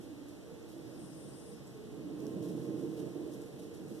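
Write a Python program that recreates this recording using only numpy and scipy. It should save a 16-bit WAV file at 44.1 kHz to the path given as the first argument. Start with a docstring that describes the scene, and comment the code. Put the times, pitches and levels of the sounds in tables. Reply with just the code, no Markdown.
"""Light wind in an open autumn wood. From the start, a hollow low rumble lies over a steady far hiss,
and a distant deer steps through dry leaves, snapping a twig now and then. Around one second in, a faint
whistle rises and a thin whirr, probably a lens motor, runs briefly on the left. After two seconds the
wind swells into one gust and the steps come closer together; the gust eases before the end.
A delayed cross-feed widens the hiss, the rush of the wind and the leaves."""
import sys
import numpy as np
from scipy import signal
from scipy.fft import rfft, irfft
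from scipy.io import wavfile
from scipy.ndimage import uniform_filter1d

SR = 44100
rng = np.random.default_rng(int(sys.argv[2]) if len(sys.argv) > 2 else 0)


def store_wav(level_fs):
    """Save 16-bit WAV to argv[1]."""
    pcm = np.round(np.clip(np.atleast_2d(level_fs), -1, 1) * 32767)
    wavfile.write(sys.argv[1], SR, pcm.T.astype(np.int16))


N = 176400
T = np.arange(N) / SR
HZ = np.maximum(np.arange(N // 2 + 1) * SR / N, 1)


def from_db(db):
    """Decibels to gain."""
    return 10 ** (np.asarray(db) / 20)


def unit_rms(x):
    """Scale to an RMS of one."""
    return x / np.sqrt(np.mean(x ** 2) + 1e-20)


def over_time(rows):
    """Draw automation curves through breakpoints, one curve for each column after the time."""
    seconds, *columns = np.transpose(rows)
    return np.squeeze([np.interp(T, seconds, column) for column in columns])


def over_frequency(points):
    """Draw an EQ curve through breakpoints on a log frequency axis."""
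    hz, value = np.transpose(points)
    return np.interp(np.log(HZ), np.log(hz), value)


def pan(db):
    """Constant-power stereo gains; positive dB leans left."""
    return unit_rms(from_db(np.array([[db], [-db]]) / 2))


def white():
    """White noise, independent in left and right."""
    return rng.standard_normal((2, N))


def drift(rate_hz):
    """A smooth random modulator with an RMS of one."""
    return unit_rms(irfft(rfft(rng.standard_normal(N)) / (1 + (HZ / rate_hz) ** 2), N))


def colour(x, eq):
    """Shape a white sound with an EQ curve, keeping its power."""
    return irfft(rfft(x) * unit_rms(from_db(over_frequency(eq))), N)


def resonances(rows, flicker_db=0, flicker_hz=1):
    """Noise rings in stereo bands, each with its own place and its own level flicker."""
    out = 0
    for hz, width_hz, db, pan_db, left_lead_rad, likeness in rows:
        detuning = (HZ ** 2 - hz ** 2) / (HZ * width_hz * np.sqrt(2))
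        mid, side = rfft(white()) / (1 + detuning ** 2) ** 1.5
        mid, side = mid * np.sqrt(1 + likeness), side * np.sqrt(1 - likeness)
        band = irfft(np.array([(mid + side) * np.exp(1j * left_lead_rad), mid - side]), N)
        out = out + unit_rms(band) * pan(pan_db) * from_db(db + flicker_db * drift(flicker_hz))
    return out


def widen(x, delay_s=0.000437):
    """Subtract from each channel a delayed copy of the other, combing the stereo image."""
    # Each row: frequency in Hz, share fed across from 0 to 1.
    crossfeed = [(50, 0.55), (250, 0.15), (700, 0.41), (1100, 0.74), (2000, 1), (2550, 1), (3400, 0.39),
                 (4550, 0.47), (5700, 0.22), (8000, 0.16), (12000, 0.13), (14000, 0.28)]
    spectrum, share = rfft(x), over_frequency(crossfeed)
    crossed = share * np.exp(-2j * np.pi * HZ * delay_s) * spectrum[::-1]
    return irfft((spectrum - crossed) / np.sqrt(1 + share ** 2), N)


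def far_hiss():
    """The bed: smooth, steady hiss and rumble from far off in the wood."""
    # Each row: frequency in Hz, noise density in dB per Hz.
    density = [(20, -99), (32, -92), (45, -86), (62, -80), (85, -81), (105, -75.5), (150, -88),
               (300, -84.5), (600, -87), (1000, -97.5), (1500, -99.5), (2200, -100.5), (3200, -101.5),
               (5000, -104.5), (7000, -106.5), (10000, -108.5), (12000, -110), (14200, -115)]
    # Each row: frequency in Hz, left over right in dB.
    balance = [(60, -1), (300, -1), (1000, 0.5), (3000, -1.5), (6000, -3), (10000, 2), (14000, 0.5)]
    gains = from_db(over_frequency(density) + over_frequency(balance) * np.array([[.5], [-.5]]))
    return widen(irfft(rfft(white()) * gains * np.sqrt(SR / 2), N))


def moan(pitch_hz, width_hz, pan_db=-7, left_lead_rad=0.14, likeness=0.98):
    """A narrow band of noise sings fairly evenly while its centre wanders."""
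    centre_hz = pitch_hz.mean()
    ring = resonances([(centre_hz, width_hz, 0, pan_db, left_lead_rad, likeness)])
    window_s, evening = 0.029, 0.51  # compress away about half of the level swing
    power = uniform_filter1d(np.mean(ring ** 2, axis=0), int(window_s * SR) + 1) + 1e-9
    even_ring = unit_rms(ring / np.sqrt(power) ** evening)
    glide = np.exp(2j * np.pi * np.cumsum(pitch_hz - centre_hz) / SR)
    return np.real(signal.hilbert(even_ring) * glide)


def wind():
    """Turbulence stirs hollow resonances and a broad rush into one gust, over a deep rumble."""
    # The wind's strength. Each row: time in seconds, level in dB.
    gust = [(0, -52), (.22, -53), (.4, -52.5), (.62, -54.5), (.87, -48.5), (1.25, -49.5), (1.7, -55.5),
            (1.9, -51), (2.04, -45), (2.17, -46), (2.21, -42), (2.32, -39), (2.63, -42.5), (2.73, -40),
            (2.8, -43), (2.86, -39), (2.92, -46), (3.01, -40), (3.09, -41), (3.125, -49.5), (3.16, -41),
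            (3.27, -42.5), (3.37, -46.5), (3.68, -47.5), (4, -50.5)]
    # Hollow tones of steady pitch. Each row: centre in Hz, width in Hz, level in dB against the gust,
    # pan in dB, left phase lead in radians, likeness of the channels from 0 to 1.
    hollow_bands = [(290, 49, -9.5, -7, 0.25, 0.99), (338.7, 65, -9, 0, 0.1, 0.98),
                    (423, 58, -13.5, -6.5, 0.13, 0.98), (489.4, 52, -15, -6, 0.72, 0.83),
                    (584.6, 82, -18, -8, 0.2, 0.96), (647, 70, -24.5, -5.5, 0.6, 0.97)]
    # Two wandering tones. Each row: time in seconds, pitch in Hz, level in dB against the gust.
    main_moan = [(0, 305.6, 1.5), (.22, 289.4, 2.5), (.45, 304.9, -8.5), (.8, 323, 0.5), (1.3, 307.5, -9),
                 (1.78, 300.1, -6.5), (2.02, 298.6, -1), (2.35, 302.7, -3.5), (2.75, 317, -0.5),
                 (3.05, 329.3, -1), (3.27, 318, -1.5), (3.55, 305, -9), (4, 325, 1.5)]
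    upper_moan = [(0, 430.7, -34), (.3, 437.2, -22), (.52, 465.8, 0.5), (.8, 452.1, -11.5),
                  (1.2, 447.3, -27), (1.52, 458.3, 2), (1.65, 447.7, -8.5), (1.82, 424.1, 1),
                  (2.05, 437.4, -10), (2.4, 453.4, -10.5), (2.8, 456.5, -5.5), (3.2, 443.8, -10.5),
                  (4, 455.3, -4)]
    # The low end has its own fader. Each row: time in seconds, level in dB.
    deep_level = [(0.0, -46), (0.03, -67), (1.01, -58), (1.73, -59), (2.32, -50), (2.34, -49),
                  (3.04, -49.5), (3.2, -59.5), (3.36, -54), (3.72, -60.5), (3.92, -52.5), (4.0, -53.5)]
    # Its resonances, laid out like hollow_bands, with levels against that fader.
    deep_bands = [(140.5, 40, -1.5, -5, -1.08, 0.91), (184, 64, -0.5, -4, -0.75, 0.97),
                  (227, 39, -4, 0, -1.34, 1)]
    # The colour of the rush. Each row: frequency in Hz, relative level in dB.
    rush_eq = [(40, -39), (100, -3), (250, -2), (450, -1), (650, -13.5), (800, -12), (1000, -19.5),
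               (1400, -26), (3000, -26.5), (8000, -53)]
    flicker_db, flicker_hz = 2.17, 25
    gust_db = over_time(gust)
    hollow = resonances(hollow_bands, flicker_db, flicker_hz)
    for curve, width_hz in ((main_moan, 51), (upper_moan, 35.5)):
        pitch_hz, db = over_time(curve)
        hollow = hollow + from_db(db) * moan(pitch_hz, width_hz)
    deep = from_db(over_time(deep_level)) * resonances(deep_bands, flicker_db, flicker_hz)
    rush_db = -55.5 + 0.46 * (gust_db - gust_db.mean())  # rides about half of the gust's swing
    rush = from_db(rush_db) * colour(white(), rush_eq)
    return from_db(gust_db) * hollow + deep + widen(rush)


def crackles(power, per_s=2400, spread_db=1.6, likeness=0.25, clump_db=1.26):
    """Dry leaves give tiny random cracks, in uneven clumps, following a power envelope."""
    sizes = from_db(spread_db * np.minimum(rng.exponential(1, (3, N)), 4))
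    clicks = sizes * rng.choice([-1, 1], (3, N))
    shared, left, right = clicks * (rng.random((3, N)) < per_s / SR)
    cracks = unit_rms(np.sqrt(likeness) * shared + np.sqrt(1 - likeness) * np.array([left, right]))
    return cracks * np.sqrt(power) * from_db(clump_db * drift(rate_hz=140))


def deer_steps():
    """Hooves crush dry leaves into a bright crackle; heavy steps carry more low crunch."""
    # Each row: start in seconds, length in seconds, level in dB, crunch in dB against the crackle.
    steps = [(0.0, 0.039, -67, -7), (0.27, 0.024, -64.5, -12), (0.674, 0.065, -66.5, -8),
             (2.18, 0.13, -68.5, -9), (2.415, 0.039, -61.5, -11), (2.475, 0.031, -62.5, -6),
             (2.552, 0.11, -68, -4), (2.76, 0.084, -68, -6), (2.883, 0.078, -69.5, -4),
             (2.96, 0.038, -62, -3), (3.043, 0.057, -71, -7), (3.308, 0.035, -63.5, -9),
             (3.402, 0.018, -63, -16), (3.46, 0.024, -72, -14), (3.576, 0.025, -64, -12),
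             (3.614, 0.023, -64.5, -12), (3.73, 0.028, -64.5, -8), (3.86, 0.13, -66, -14)]
    # The rustle between steps. Each row: time in seconds, level in dB.
    rustle = [(0, -76), (.6, -75), (.85, -70.5), (1.75, -73), (2.15, -79), (2.3, -70.5), (3.2, -70),
              (4, -74)]
    # The colours of the two layers. Each row: frequency in Hz, relative level in dB.
    crackle_eq = [(1000, -24), (3000, -6), (4500, -3), (5700, -1), (7000, -3), (8200, -2.5), (11000, -2.5),
                  (12500, -4.5), (14000, -8.5)]
    crunch_eq = [(1200, -17), (3200, 0.5), (5800, -2), (8000, -22)]
    attack_s, release_s = 0.014, 0.038
    crackle_power, crunch_power = from_db(over_time(rustle)) ** 2, 0
    for start, length, db, crunch_db in steps:
        attack = np.clip((T - start) / attack_s, 0, 1)
        press = attack * np.exp(-np.maximum(T - start - length, 0) / release_s)
        crackle_power = crackle_power + (from_db(db) * press) ** 2
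        crunch_power = crunch_power + (from_db(db + crunch_db) * press) ** 2
    return widen(colour(crackles(crackle_power), crackle_eq) + colour(crackles(crunch_power), crunch_eq))


def twig_snaps():
    """Twigs break with a short, bright ring and a spray of splinters, mostly a little to the right."""
    # Each row: start in seconds, level in dB, decay in seconds, ring centre in Hz, pan in dB,
    # splinters in dB against the ring.
    snaps = [(0.6283, -60, .0016, 5900, -6, -8), (1.670, -61.5, 0.017, 7800, -4, -3),
             (2.2032, -53, 0.0027, 5700, -3, -4), (2.2676, -48.5, 0.00083, 5800, -2, 1.5),
             (2.998, -58, .0012, 6000, -2, 0), (3.346, -62, .0015, 6000, 0, 0),
             (3.4181, -56, .002, 8300, -1, -5)]
    # The colour of the splinters. Each row: frequency in Hz, relative level in dB.
    splinter_eq = [(2000, -28), (5000, -2), (9000, -3), (11500, 3), (14000, -7)]
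    width_hz, likeness = 1000, 0.5
    out, splinters = 0, colour(white(), splinter_eq)
    for start, db, decay_s, hz, pan_db, splinter_db in snaps:
        ring = resonances([(hz, width_hz, 0, 0, 0, likeness)])
        envelope = (T >= start) * np.exp(-np.abs(T - start) / decay_s)
        out = out + from_db(db) * pan(pan_db) * envelope * (ring + from_db(splinter_db) * splinters)
    return out


def whistle():
    """A faint, far tone in the middle wavers and sags in pitch."""
    # Each row: time in seconds, pitch in Hz, level in dB.
    contour = [(0, 1091, -89), (.8, 1086, -82), (1.15, 1078, -72.5), (1.7, 1085, -80), (2.3, 1067, -70.5),
               (3.1, 1056, -72), (3.4, 1053, -78), (4, 1053, -81)]
    pitch_hz, db = over_time(contour)
    waver_hz = 6.94 * drift(rate_hz=5.1)
    return from_db(db) * moan(pitch_hz + waver_hz, width_hz=25, pan_db=0, left_lead_rad=0, likeness=0.97)


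def lens_motor():
    """A small motor on the left: a thin whirr surges over a softer, lower drive that runs longer."""
    # The whirr's fader. Each row: time in seconds, level in dB.
    surges = [(.8, -100), (.91, -71), (.94, -75), (1.03, -60.5), (1.12, -66), (1.22, -61.5), (1.34, -64.5),
              (1.4, -60.5), (1.44, -66.5), (1.48, -60), (1.54, -68), (1.66, -100)]
    # The motor's resonances. Each row: centre in Hz, width in Hz, level in dB before the fader,
    # pan in dB, left phase lead in radians, likeness of the channels from 0 to 1.
    whirr_bands = [(8880, 620, -4, 9, 3, 1), (8400, 1200, -6.5, 1, -1, 0.7),
                   (9600, 1300, -6.5, 11, 1.7, 0.6)]
    drive_bands = [(4980, 190, -77, 5.9, 3, 0.7), (5270, 500, -73.5, 10, 3.1, 0.72),
                   (6300, 470, -77.5, 5.7, 2.5, 0.45)]
    start_s, stop_s, ramp_s = 0.72, 1.85, 0.28
    flicker_db, flicker_hz = 2.0, 22
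    drive_fader = np.clip(np.minimum(T - start_s, stop_s - T) / ramp_s, 0, 1)
    whirr = from_db(over_time(surges)) * resonances(whirr_bands, flicker_db, flicker_hz)
    return whirr + drive_fader * resonances(drive_bands, flicker_db, flicker_hz)


def scene():
    """Mix the wind and the wood with the deer and the motor."""
    return wind() + whistle() + far_hiss() + deer_steps() + twig_snaps() + lens_motor()


def record(dry):
    """A steep low-pass takes off the very top."""
    cutoff_hz = 14300
    return irfft(rfft(dry) / (1 + (HZ / cutoff_hz) ** 400), N)


dry = scene()
out = record(dry)
store_wav(out)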